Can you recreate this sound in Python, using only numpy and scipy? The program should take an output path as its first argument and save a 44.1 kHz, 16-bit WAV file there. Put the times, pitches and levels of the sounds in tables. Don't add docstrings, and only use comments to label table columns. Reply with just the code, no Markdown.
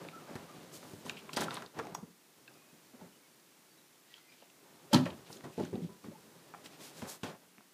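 import sys
import numpy as np
from scipy import signal
from scipy.fft import rfft, irfft, next_fast_len
from scipy.io import wavfile
from scipy.ndimage import uniform_filter1d

SR = 44100
rng = np.random.default_rng(int(sys.argv[2]) if len(sys.argv) > 2 else 0)


def master(y):
    cut = np.clip(np.atleast_2d(y).T, -1, 1)
    pcm = np.round(cut * 32767)
    wavfile.write(sys.argv[1], SR, pcm.astype(np.int16))


def nominal_scale(level):
    x = np.asarray(level, float) / 20
    return 10 ** x


N = 340893

# frequency in Hz, width in Hz, level in dB.
FRAME_MODES = [(136.2, 55, -4.5), (170.8, 20.2, 2), (213.4, 12.6, -2.5), (261.1, 8.9, -0.5),
               (298, 9.5, -0.5), (393.6, 51, -2.5), (476, 40, -5.5), (580.4, 9.6, -5)]


def unit(x):
    return x / np.sqrt(np.mean(x ** 2))


def ring(x, hz, width):
    hz = min(hz, 0.45 * SR)
    return signal.lfilter(*signal.iirpeak(hz, hz / max(width, 5), SR), x)


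def body(x, modes, count=1):
    total = 0
    for k, (hz, width, db) in enumerate(modes):
        total = total + (-1) ** (k // count) * nominal_scale(db) * ring(x, hz, width)
    return total


def grit(count, spread_db):
    size = np.minimum(rng.exponential(size=count), 4)
    return unit(rng.standard_normal(count) * nominal_scale(spread_db * size))


def walk(rate):
    hold = int(SR / rate)
    levels = np.repeat(rng.standard_normal(N // hold + 1), hold)
    return 1.24 * uniform_filter1d(levels, hold)[:N]


def fade(t, rise, t60):
    return (1 - np.exp(-t / max(rise, 1e-4))) * np.exp(-np.log(1000) * t / max(t60, 0.003))


def add(out, s, x):
    i = int(s * SR)
    out[i:i + len(x)] += x[:len(out) - i]


def hiss_and_air():
    # frequency in Hz, density in dB per Hz.
    spectrum = [(30, -14), (100, -28), (145, -5.5), (296, 0.5), (520, -7.5), (2000, -9.5), (10200, -14.5),
                (15300, -15.5)]
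    hz, db = np.transpose(spectrum)
    size = next_fast_len(N)
    gain = nominal_scale(np.interp(np.log(np.fft.rfftfreq(size, 1 / SR) + 1), np.log(hz), db))
    noise = irfft(rfft(rng.standard_normal(size)) * gain, size)[:N]
    return unit(noise) * nominal_scale(-64 + 0.3 * walk(2))


def pressure():
    # time in seconds, level in dB.
    bustle = [(0, -53.5), (1.0, -56), (1.62, -55.5), (1.71, -69), (2.15, -79), (2.42, -67), (2.9, -67.5),
              (3.4, -71.5), (4.2, -73), (4.5, -70.5), (4.88, -62), (5.2, -58.5), (5.5, -62.5), (6.0, -66),
              (6.25, -61.5), (7.0, -55.5), (7.22, -73), (7.73, -97)]
    bustle_db = (-2.5, -1.5, -5, -6)
    # start in seconds, length in seconds, rumble in dB, scrape in dB above rumble.
    shifts = [(0, 0.087, -46, 0), (0.266, 0.2, -54.5, 7.5), (1.047, 0.19, -47.5, -6),
              (1.326, 0.1, -48.5, -4), (1.378, 0.29, -42.5, 1), (1.407, 0.076, -40, 4.5),
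              (1.736, 0.069, -53, 4.5), (1.761, 0.23, -43, -1), (1.912, 0.18, -52.5, -6),
              (2.468, 0.2, -67.5, 3), (2.73, 0.097, -74, -1), (2.93, 0.07, -56, 1), (2.985, 0.13, -56, 1),
              (4.41, 0.037, -68, 6), (5.05, 0.082, -39, -1), (5.279, 0.12, -51, -6.5),
              (5.431, 0.078, -41.5, -2), (5.575, 0.11, -38, -18), (5.721, 0.11, -36.5, -25),
              (5.874, 0.086, -53, -14), (6.032, 0.1, -47, -8), (6.26, 0.21, -60.5, -16),
              (6.63, 0.089, -57, -3.5), (7.031, 0.14, -52.5, 9.5), (4.62, 0.5, -68, 6),
              (7.229, 0.13, -48.5, 6), (7.408, 0.07, -60.5, 2.5), (7.571, 0.031, -54.5, -16),
              (6.715, 0.047, -51, -7), (5.346, 0.05, -45, -8)]
    # middle in seconds, length in seconds, rasp in dB, hiss in dB above rasp.
    sweeps = [(0.066, 0.11, -73, -9), (.36, .11, -68, -9), (0.755, 0.075, -61.5, 14.5),
              (0.802, 0.15, -59, 1), (0.918, 0.31, -67.5, 10.5), (1.09, 0.094, -50, -2),
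              (1.19, 0.071, -52, -4), (1.34, 0.025, -59.5, 14.5), (1.41, 0.15, -40.5, -8),
              (1.417, 0.034, -39, 1.5), (1.439, 0.03, -40.5, -2), (1.541, 0.14, -46.5, -9),
              (1.598, 0.11, -66, -13), (1.832, 0.26, -58.5, -12), (4.152, 0.25, -60, -12),
              (4.356, 0.29, -61.5, -11), (4.958, 0.073, -33, -22), (5.052, .11, -49, -24),
              (5.335, 0.1, -56.5, 5.5), (5.623, 0.17, -50, -11), (5.84, .09, -57, -8),
              (5.535, 0.053, -57, -2), (5.272, .06, -53.5, -13), (6.054, 0.087, -61, -3),
              (6.659, 0.057, -50.5, -2.5), (6.737, 0.084, -54, -10), (6.856, 0.15, -50.5, 2),
              (6.997, 0.17, -55, 3), (7.097, 0.048, -54, 13), (7.118, 0.12, -53, 9.5),
              (7.274, 0.11, -49, -10)]
    rise_s, sag_db, end_s = 0.02, -14, 0.06
    edge_db = -17

    t = np.arange(N) / SR
    busy_db = np.interp(t, *np.transpose(bustle))
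    gains = [nominal_scale(busy_db + db) for db in bustle_db[:3]]
    gains.append(nominal_scale(-58 + bustle_db[3] + 0.36 * (busy_db + 61)))
    power = np.array(gains) ** 2
    for s, length, db, scrape_db in shifts:
        age = np.maximum(t - s, 0)
        fall_db = sag_db * age / length - 20 * np.maximum(age - length, 0) / end_s
        shape = np.minimum(age / rise_s, 1) * nominal_scale(fall_db)
        power[:2] += (nominal_scale(db + np.array([[0], [scrape_db]])) * shape) ** 2
    for s, length, db, hiss_db in sweeps:
        swell_db = edge_db * (2 * (t - s) / length) ** 2
        power[2:] += nominal_scale(db + np.array([[0], [hiss_db]]) + swell_db) ** 2
    return np.sqrt(power)


def rubbing():
    # frequency in Hz, width in Hz, level in dB.
    seal_modes = [(528, 180, 2), (950, 480, -0.5), (1570, 1110, -7)]
    rasp_modes = [(2700, 5060, 0), (4020, 3470, 3)]
    hiss_modes = [(5700, 5140, -0.5), (9660, 8500, -0.5), (13660, 4800, -3.5)]
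    heavy, firm, light, soft = pressure()
    press = walk(40)
    damped_frame = [(hz, 1.55 * width, db) for hz, width, db in FRAME_MODES[:6]]
    rumble = unit(body(grit(N, 3.36), damped_frame)) * heavy * nominal_scale(2 * press)
    scrape = unit(body(grit(N, 3.9), seal_modes)) * firm * nominal_scale(-3 + press)
    rasp = unit(body(grit(N, 4.9), rasp_modes)) * light * nominal_scale(-6 + press)
    hiss = unit(body(grit(N, 4.5), hiss_modes)) * soft * nominal_scale(-6 + 0.5 * press)
    return rumble + scrape + rasp + hiss


def blows():
    # start in seconds, body in dB, hardness as knock in dB above body, ring t60 in seconds.
    impacts = [(0.048, -59, 0, 0.2), (0.306, -41, -12, 0.072), (0.354, -34, -3.5, 0.16),
               (0.581, -43.5, -9, 0.14), (0.934, -39, -29, 0.16), (1.053, -40.5, -3.5, 0.51),
               (1.369, -35.5, 14.5, 0.12), (1.405, -32.5, 2, 0.14), (1.788, -46.5, 13.5, 0.083),
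               (2.027, -40, -24, 0.15), (2.729, -51.5, -14, 0.2), (2.937, -54.5, -10, 0.1),
               (3.015, -45, -23, 0.18), (4.9295, -24.5, 4.5, 0.23), (4.944, -20, -5.5, 0.2),
               (5.057, -40, -1, 0.096), (5.299, -46, -15, 0.15), (5.439, -41.5, -8, 0.19),
               (5.577, -31, -26, 0.15), (5.597, -28.5, -18, 0.14), (5.63, -31.5, -26, 0.12),
               (5.728, -35.5, -34, 0.2), (5.754, -33, -25, 0.12), (5.821, -38, -20, 0.08),
               (5.845, -35.5, -22, 0.042), (5.901, -45, -19, 0.2), (6.045, -43, -10, 0.15),
               (6.083, -37, -23, 0.065), (7.024, -32, -5.5, 0.06), (7.232, -32, 2, 0.17)]
    # frequency in Hz, width in Hz, level in dB.
    wall_modes = [(32, 20, -2), (112, 30, -3)]
    knock_modes = [(720, 630, 8), (1030, 410, 13), (1330, 850, 7.5), (1940, 580, -3.5)]
    crack_modes = [(3100, 1100, 18), (4230, 1900, 19), (6740, 3800, 17), (8500, 2700, -33)]
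    out, t = np.zeros(N), np.arange(SR // 2) / SR
    for s, db, hard_db, t60 in impacts:
        rattle = grit(len(t), 8.4) * fade(t, 0.00049, 0.5 * t60)
        contact = nominal_scale(13.5 + 0.2 * min(hard_db, 0)) * t * np.exp(-t / 0.00044) / 0.00084
        push = rattle + contact
        low = body(push, FRAME_MODES, count=3)
        low = low / np.abs(low).max()
        wall = body(push, wall_modes, count=2)
        wall = wall / np.abs(wall).max()
        knock = unit(body(grit(len(t), 6.5), knock_modes)) * fade(t, 0.00027, 0.98 * t60)
        crack = unit(body(grit(len(t), 29), crack_modes)) * fade(t, 0.00087, 0.18 * t60)
        wall_db = -25 + 0.6 * (db + 36)
        crack_db = -8 + 0.71 * hard_db
        blow = low + nominal_scale(wall_db) * wall + nominal_scale(hard_db - 9) * knock + nominal_scale(crack_db) * crack
        add(out, s, nominal_scale(db) * blow)
    return out


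def rings():
    # start in seconds, peak in dB, ring in Hz, t60 in seconds.
    tapped_parts = [(1.05, -43, 525, .06), (1.482, -34, 1356, 0.038), (1.87, -36, 750, 0.032),
                    (2.478, -46, 2630, 0.028), (2.48, -47.5, 1594, 0.039), (2.62, -58, 1110, .05),
                    (2.995, -56, 557, .05), (3.011, -52, 882, .09), (3.015, -52, 618, 0.1),
                    (4.929, -23, 870, 0.064), (4.931, -33, 1336, 0.05), (4.932, -25.5, 567, .15),
                    (4.935, -29, 108, .3), (4.94, -27, 200, .15), (4.945, -24, 937, 0.066),
                    (4.94, -36, 383, .15), (5.1, -45, 84.8, 0.26), (4.9547, -25, 4100, .012),
                    (5.062, -36, 569, .05), (5.065, -38, 131, .2), (5.09, -40, 585, 0.066),
                    (5.578, -40, 677, 0.081), (5.579, -37.5, 454, 0.087), (5.582, -42, 873, .1),
                    (5.594, -32, 191, .1), (5.598, -36, 610, .1), (5.598, -34.5, 341, 0.15),
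                    (5.625, -48, 1090, 0.045), (5.727, -36, 409, .15), (5.73, -52, 870, 0.093),
                    (5.74, -37, 180, .12), (5.75, -43, 500, .07), (5.755, -43, 762, 0.082),
                    (5.775, -42, 500, .07), (5.775, -39, 238, .15), (5.815, -50, 168.7, 0.05),
                    (5.82, -39, 237, 0.08), (5.895, -51, 200, 0.1), (5.89, -58.5, 995, 0.33),
                    (6.047, -47, 221, 0.14), (6.547, -40, 780, 0.029), (6.5382, -39, 1520, 0.014),
                    (7.238, -38.5, 254, 0.1), (7.42, -59.5, 179, 0.33), (7.582, -48, 210, .06),
                    (0.049, -38, 520, .03), (0.309, -37, 300, .05), (1.949, -40, 3370, 0.011),
                    (5.44, -56, 1500, .04),
                    (1.332, -39, 2700, .025), (1.333, -42, 4750, .02), (1.334, -43, 1400, .02),
                   (1.167, -49, 3600, .02), (1.482, -40, 2150, .015), (4.933, -22.5, 3130, .035),
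                   (4.9285, -30, 800, .02), (5.056, -38, 2500, 0.018), (5.062, -37, 1200, .03),
                   (5.066, -42, 1800, .05), (5.103, -48, 3130, .03), (1.791, -36, 970, .03),
                   (1.806, -40, 1250, .03), (1.85, -46, 860, .03), (4.421, -54, 2800, .02),
                   (7.019, -39, 622, .02), (7.02, -46, 1620, .012), (7.233, -37, 1480, .025),
                   (7.256, -44, 3300, .015), (7.26, -39, 700, .04), (1.278, -48, 1250, .012),
                   (1.124, -46, 1100, .015), (2.997, -50, 540, .015), (5.316, -52, 9500, .03),
                   (5.368, -47, 6900, 0.016), (5.598, -29, 328, 0.037), (5.583, -33, 380, .05),
                   (5.6, -36.5, 850, .05), (1.949, -37, 5700, 0.019), (1.95, -38, 6500, 0.019),
                   (2.478, -51, 3500, .015), (7.582, -48, 800, .01), (5.632, -35, 300, .04),
                   (5.61, -38, 450, .06), (5.735, -37, 480, .06), (5.79, -41, 350, .06),
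                   (5.84, -42, 327, .05), (5.408, -40, 390, 0.011), (5.439, -47, 1900, .03),
                   (5.652, -47, 1500, .02), (1.483, -33, 1010, .02), (1.514, -40, 1920, .015),
                   (1.622, -40, 1360, .015), (1.622, -46, 3000, .01), (1.794, -37, 700, .04),
                   (1.797, -39, 1700, .03), (7.582, -48, 1860, .01), (7.6075, -49, 1300, .01),
                   (.31, -38, 420, .02), (.937, -42, 240, .03), (.385, -42, 250, .03),
                   (1.42, -31, 800, 0.033), (1.44, -36, 1100, .02)]
    out, t = np.zeros(N), np.arange(SR // 2) / SR
    for s, db, hz, t60 in tapped_parts:
        add(out, s, nominal_scale(db) * fade(t, 0.9 / hz, t60) * np.sin(2 * np.pi * hz * t))
    return out


def hard_points(table, share):
    out, t = np.zeros(N), np.arange(SR // 8) / SR
    for s, db, hz, t60 in table:
        click = nominal_scale(9.5) * (t == 0)
        push = (click + rng.standard_normal(len(t))) * fade(t + 0.00018, 0.00015, t60)
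        width = 1.55 * share * hz
        tick = ring(ring(push, hz, width), hz, width)
        add(out, s, nominal_scale(db - 3.5) * tick / np.abs(tick).max())
    return out


def dry_snaps():
    # start in seconds, peak in dB, ring in Hz, t60 in seconds.
    snap_table = [(0.0498, -58, 3000, 0.019), (0.36, -46, 5200, 0.01), (1.096, -20.5, 2800, 0.0069),
                  (1.332, -31.5, 3600, 0.016), (1.3733, -25, 3200, 0.028), (1.946, -38, 6000, 0.006),
                  (6.6593, -37.5, 3000, 0.024), (7.582, -54, 2300, 0.01), (1.099, -30, 1560, 0.015),
                  (1.6, -41, 1800, 0.013), (1.622, -40, 5500, 0.013), (1.8695, -44, 6000, 0.008),
                  (1.421, -24.5, 1450, 0.028), (7.02, -36.5, 1700, 0.02), (1.797, -27, 940, 0.033),
                  (4.5, -46, 2600, 0.016), (1.948, -35.5, 10000, 0.017), (5.408, -43, 2200, 0.008)]
    return hard_points(snap_table, 0.51)


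def ticks():
    # start in seconds, peak in dB, ring in Hz, t60 in seconds.
    tick_table = [(0.05, -37.5, 1160, 0.013), (0.086, -45, 930, 0.03), (0.36, -36, 1450, 0.039),
                  (0.829, -40, 1040, 0.025), (0.85, -43, 870, 0.025), (1.064, -35, 940, 0.013),
                  (1.293, -37, 1050, 0.05), (1.37, -26, 800, 0.014), (1.483, -27.5, 1300, 0.017),
                  (1.508, -33.5, 1060, 0.21), (1.568, -30, 1150, 0.071), (1.622, -32.5, 1310, 0.03),
                  (1.79, -25.5, 1300, 0.046), (1.8695, -37, 1500, 0.012), (1.949, -25, 980, 0.028),
                  (2.479, -56, 500, 0.03), (4.179, -51, 1490, 0.041), (4.423, -46, 630, 0.031),
                  (4.9285, -31, 1500, 0.011), (5.061, -30, 1300, 0.033), (5.302, -39.5, 930, 0.024),
                  (5.408, -43, 1214, 0.015), (5.439, -42, 890, 0.047), (5.595, -37, 795, 0.15),
                  (6.043, -37.5, 980, 0.028), (6.539, -33, 1000, 0.01), (6.5465, -35, 1110, 0.011),
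                  (7.019, -39.5, 665, 0.04), (7.582, -40.5, 1300, 0.0074), (7.6075, -44, 702, 0.008)]
    return hard_points(tick_table, 0.5)


def metal_clicks():
    # start in seconds, peak in dB, ring in Hz, t60 in seconds.
    click_table = [(0.0864, -32.5, 2220, 0.0066), (0.2882, -51, 5070, 0.018), (0.3094, -59, 3640, 0.023),
                   (1.1688, -39.5, 2690, 0.069), (1.19, -42, 2700, 0.07), (1.292, -38.5, 2180, 0.022),
                   (1.3634, -26, 4770, 0.036), (1.5075, -27, 3700, 0.0096), (1.5433, -29, 9200, 0.01),
                   (1.5537, -34, 3450, 0.015), (1.5687, -27, 3450, 0.007), (1.6616, -37, 3950, 0.013),
                   (1.7895, -40, 5000, 0.01), (1.852, -46, 6000, 0.012), (1.948, -32, 6100, 0.019),
                   (2.478, -48, 4200, 0.012), (2.5394, -52, 5140, 0.025), (4.1405, -38, 3020, 0.011),
                   (4.18, -48, 4100, 0.02), (4.9338, -20, 4800, 0.022), (4.9445, -11, 3860, 0.011),
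                   (5.0559, -34.5, 2660, 0.074), (5.1028, -38.5, 3100, 0.025), (5.3275, -36.5, 4920, 0.033),
                   (5.3694, -45, 3300, 0.025), (5.6501, -42.5, 6690, 0.025), (5.7538, -44, 3480, 0.027),
                   (7.233, -30.5, 2700, 0.027), (5.651, -45, 1510, 0.03), (5.896, -52, 1060, 0.04)]
    return hard_points(click_table, 0.28)


def room(x):
    t = np.arange(SR // 2) / SR
    noise = rng.standard_normal(len(t))
    low = signal.lfilter(*signal.butter(1, 1500, fs=SR), noise)
    tail = low * fade(t, 0.00086, 0.38) + (noise - low) * fade(t, 0.00074, 0.22)
    return signal.fftconvolve(x, tail / np.linalg.norm(tail))[:N] * nominal_scale(-10)


def hinge():
    # start in seconds, end in seconds, start in Hz, end in Hz, level in dB.
    squeaks = [(.125, .22, 1330, 1290, -65), (.2, .3, 1270, 1200, -72), (.48, .58, 1200, 1150, -70),
               (6.13, 6.15, 840, 900, -74), (6.11, 6.13, 570, 580, -72), (2.53, 2.8, 2480, 2450, -86),
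               (3.12, 3.19, 3000, 2950, -81), (3.22, 3.28, 2250, 2200, -83), (3.68, 3.8, 4600, 4400, -85),
               (3.76, 3.83, 3900, 3800, -85), (4.09, 4.19, 1940, 1900, -81), (4.15, 4.44, 2020, 2060, -84),
               (4.2, 4.235, 5300, 4500, -83), (4.255, 4.41, 2430, 2230, -78), (4.29, 4.32, 4750, 5150, -80),
               (4.145, 4.2, 3250, 3250, -80), (4.912, 4.935, 560, 640, -54)]
    out = np.zeros(N)
    for start, end, hz0, hz1, db in squeaks:
        n = int((end - start) * SR)
        blur = 1 + 0.006 * walk(30)[:n] + 0.022 * walk(400)[:n]
        hz = np.linspace(hz0, hz1, n) * blur
        stutter = 0.8 + 0.5 * uniform_filter1d(walk(200), 400)[:n]
        grip = np.sin(np.pi * np.linspace(0, 1, n) ** 0.72)
        tone = np.sin(2 * np.pi * np.cumsum(hz) / SR)
        add(out, start, nominal_scale(db + 15) * stutter * grip * tone)
    return out


def groans():
    # start in seconds, end in seconds, tone in Hz, level in dB.
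    presses = [(5.815, 5.872, 172, -36), (5.0, 5.052, 257, -33), (5.725, 5.8, 200, -43),
               (5.765, 5.8, 470, -47), (5.578, 5.64, 200, -38.5), (5.58, 5.64, 400, -38),
               (6.082, 6.104, 195, -44), (2.936, 2.962, 235, -49.5), (3.012, 3.06, 172, -50.5),
               (1.79, 1.822, 450, -39.5), (1.915, 1.935, 168, -46.5), (2.025, 2.048, 176, -46.5),
               (7.022, 7.045, 196, -38.5), (6.148, 6.168, 870, -52.5), (6.112, 6.132, 570, -54.5),
               (5.06, 5.075, 577, -34.5)]
    out = np.zeros(N)
    for start, end, hz, db in presses:
        t = np.arange(int((end - start) * SR)) / SR
        swell = signal.windows.tukey(len(t), 0.57)
        add(out, start, nominal_scale(db) * swell * np.sin(2 * np.pi * hz * t))
    return out


def slam():
    # start in seconds, level in dB.
    contacts = [
        (4.932, -29),
        (4.944, -23),
    ]
    # frequency in Hz, level in dB, t60 in seconds.
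    pane_modes = [(171, 4.5, 0.14), (228, 0, 0.17), (252.7, 6, 0.29), (292, -13, 0.3), (314.6, 1, 0.183),
                  (576, -1.5, 0.15), (516, -5.5, 0.1), (375.6, -0.5, 0.21), (752, -13, 0.18),
                  (870, -9, 0.055), (1320, 0, 0.039), (3100, 8, 0.021), (138.3, 1, 0.217)]
    out, t = np.zeros(N), np.arange(SR // 2) / SR
    for s, db in contacts:
        for hz, mode_db, t60 in pane_modes:
            phase = rng.uniform(0, 2 * np.pi)
            mode = fade(t, 0.0042, t60) * np.sin(2 * np.pi * hz * t + phase)
            add(out, s, nominal_scale(db + mode_db) * mode)
    return out


def scene():
    struck = blows() + slam() + rings() + ticks() + metal_clicks() + dry_snaps()
    near = struck + hinge()
    return (near + room(near) + groans() + rubbing() + hiss_and_air())[None]


def low_pass(x):
    return signal.sosfilt(signal.butter(12, 16330, fs=SR, output="sos"), x)


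def record(dry):
    thin = signal.sosfilt(signal.butter(2, 85, "high", fs=SR, output="sos"), dry)
    thin = signal.sosfilt(signal.ellip(6, 0.3, 32, 15150, fs=SR, output="sos"), thin)
    return low_pass(thin)


dry = scene()
out = record(dry)
master(out)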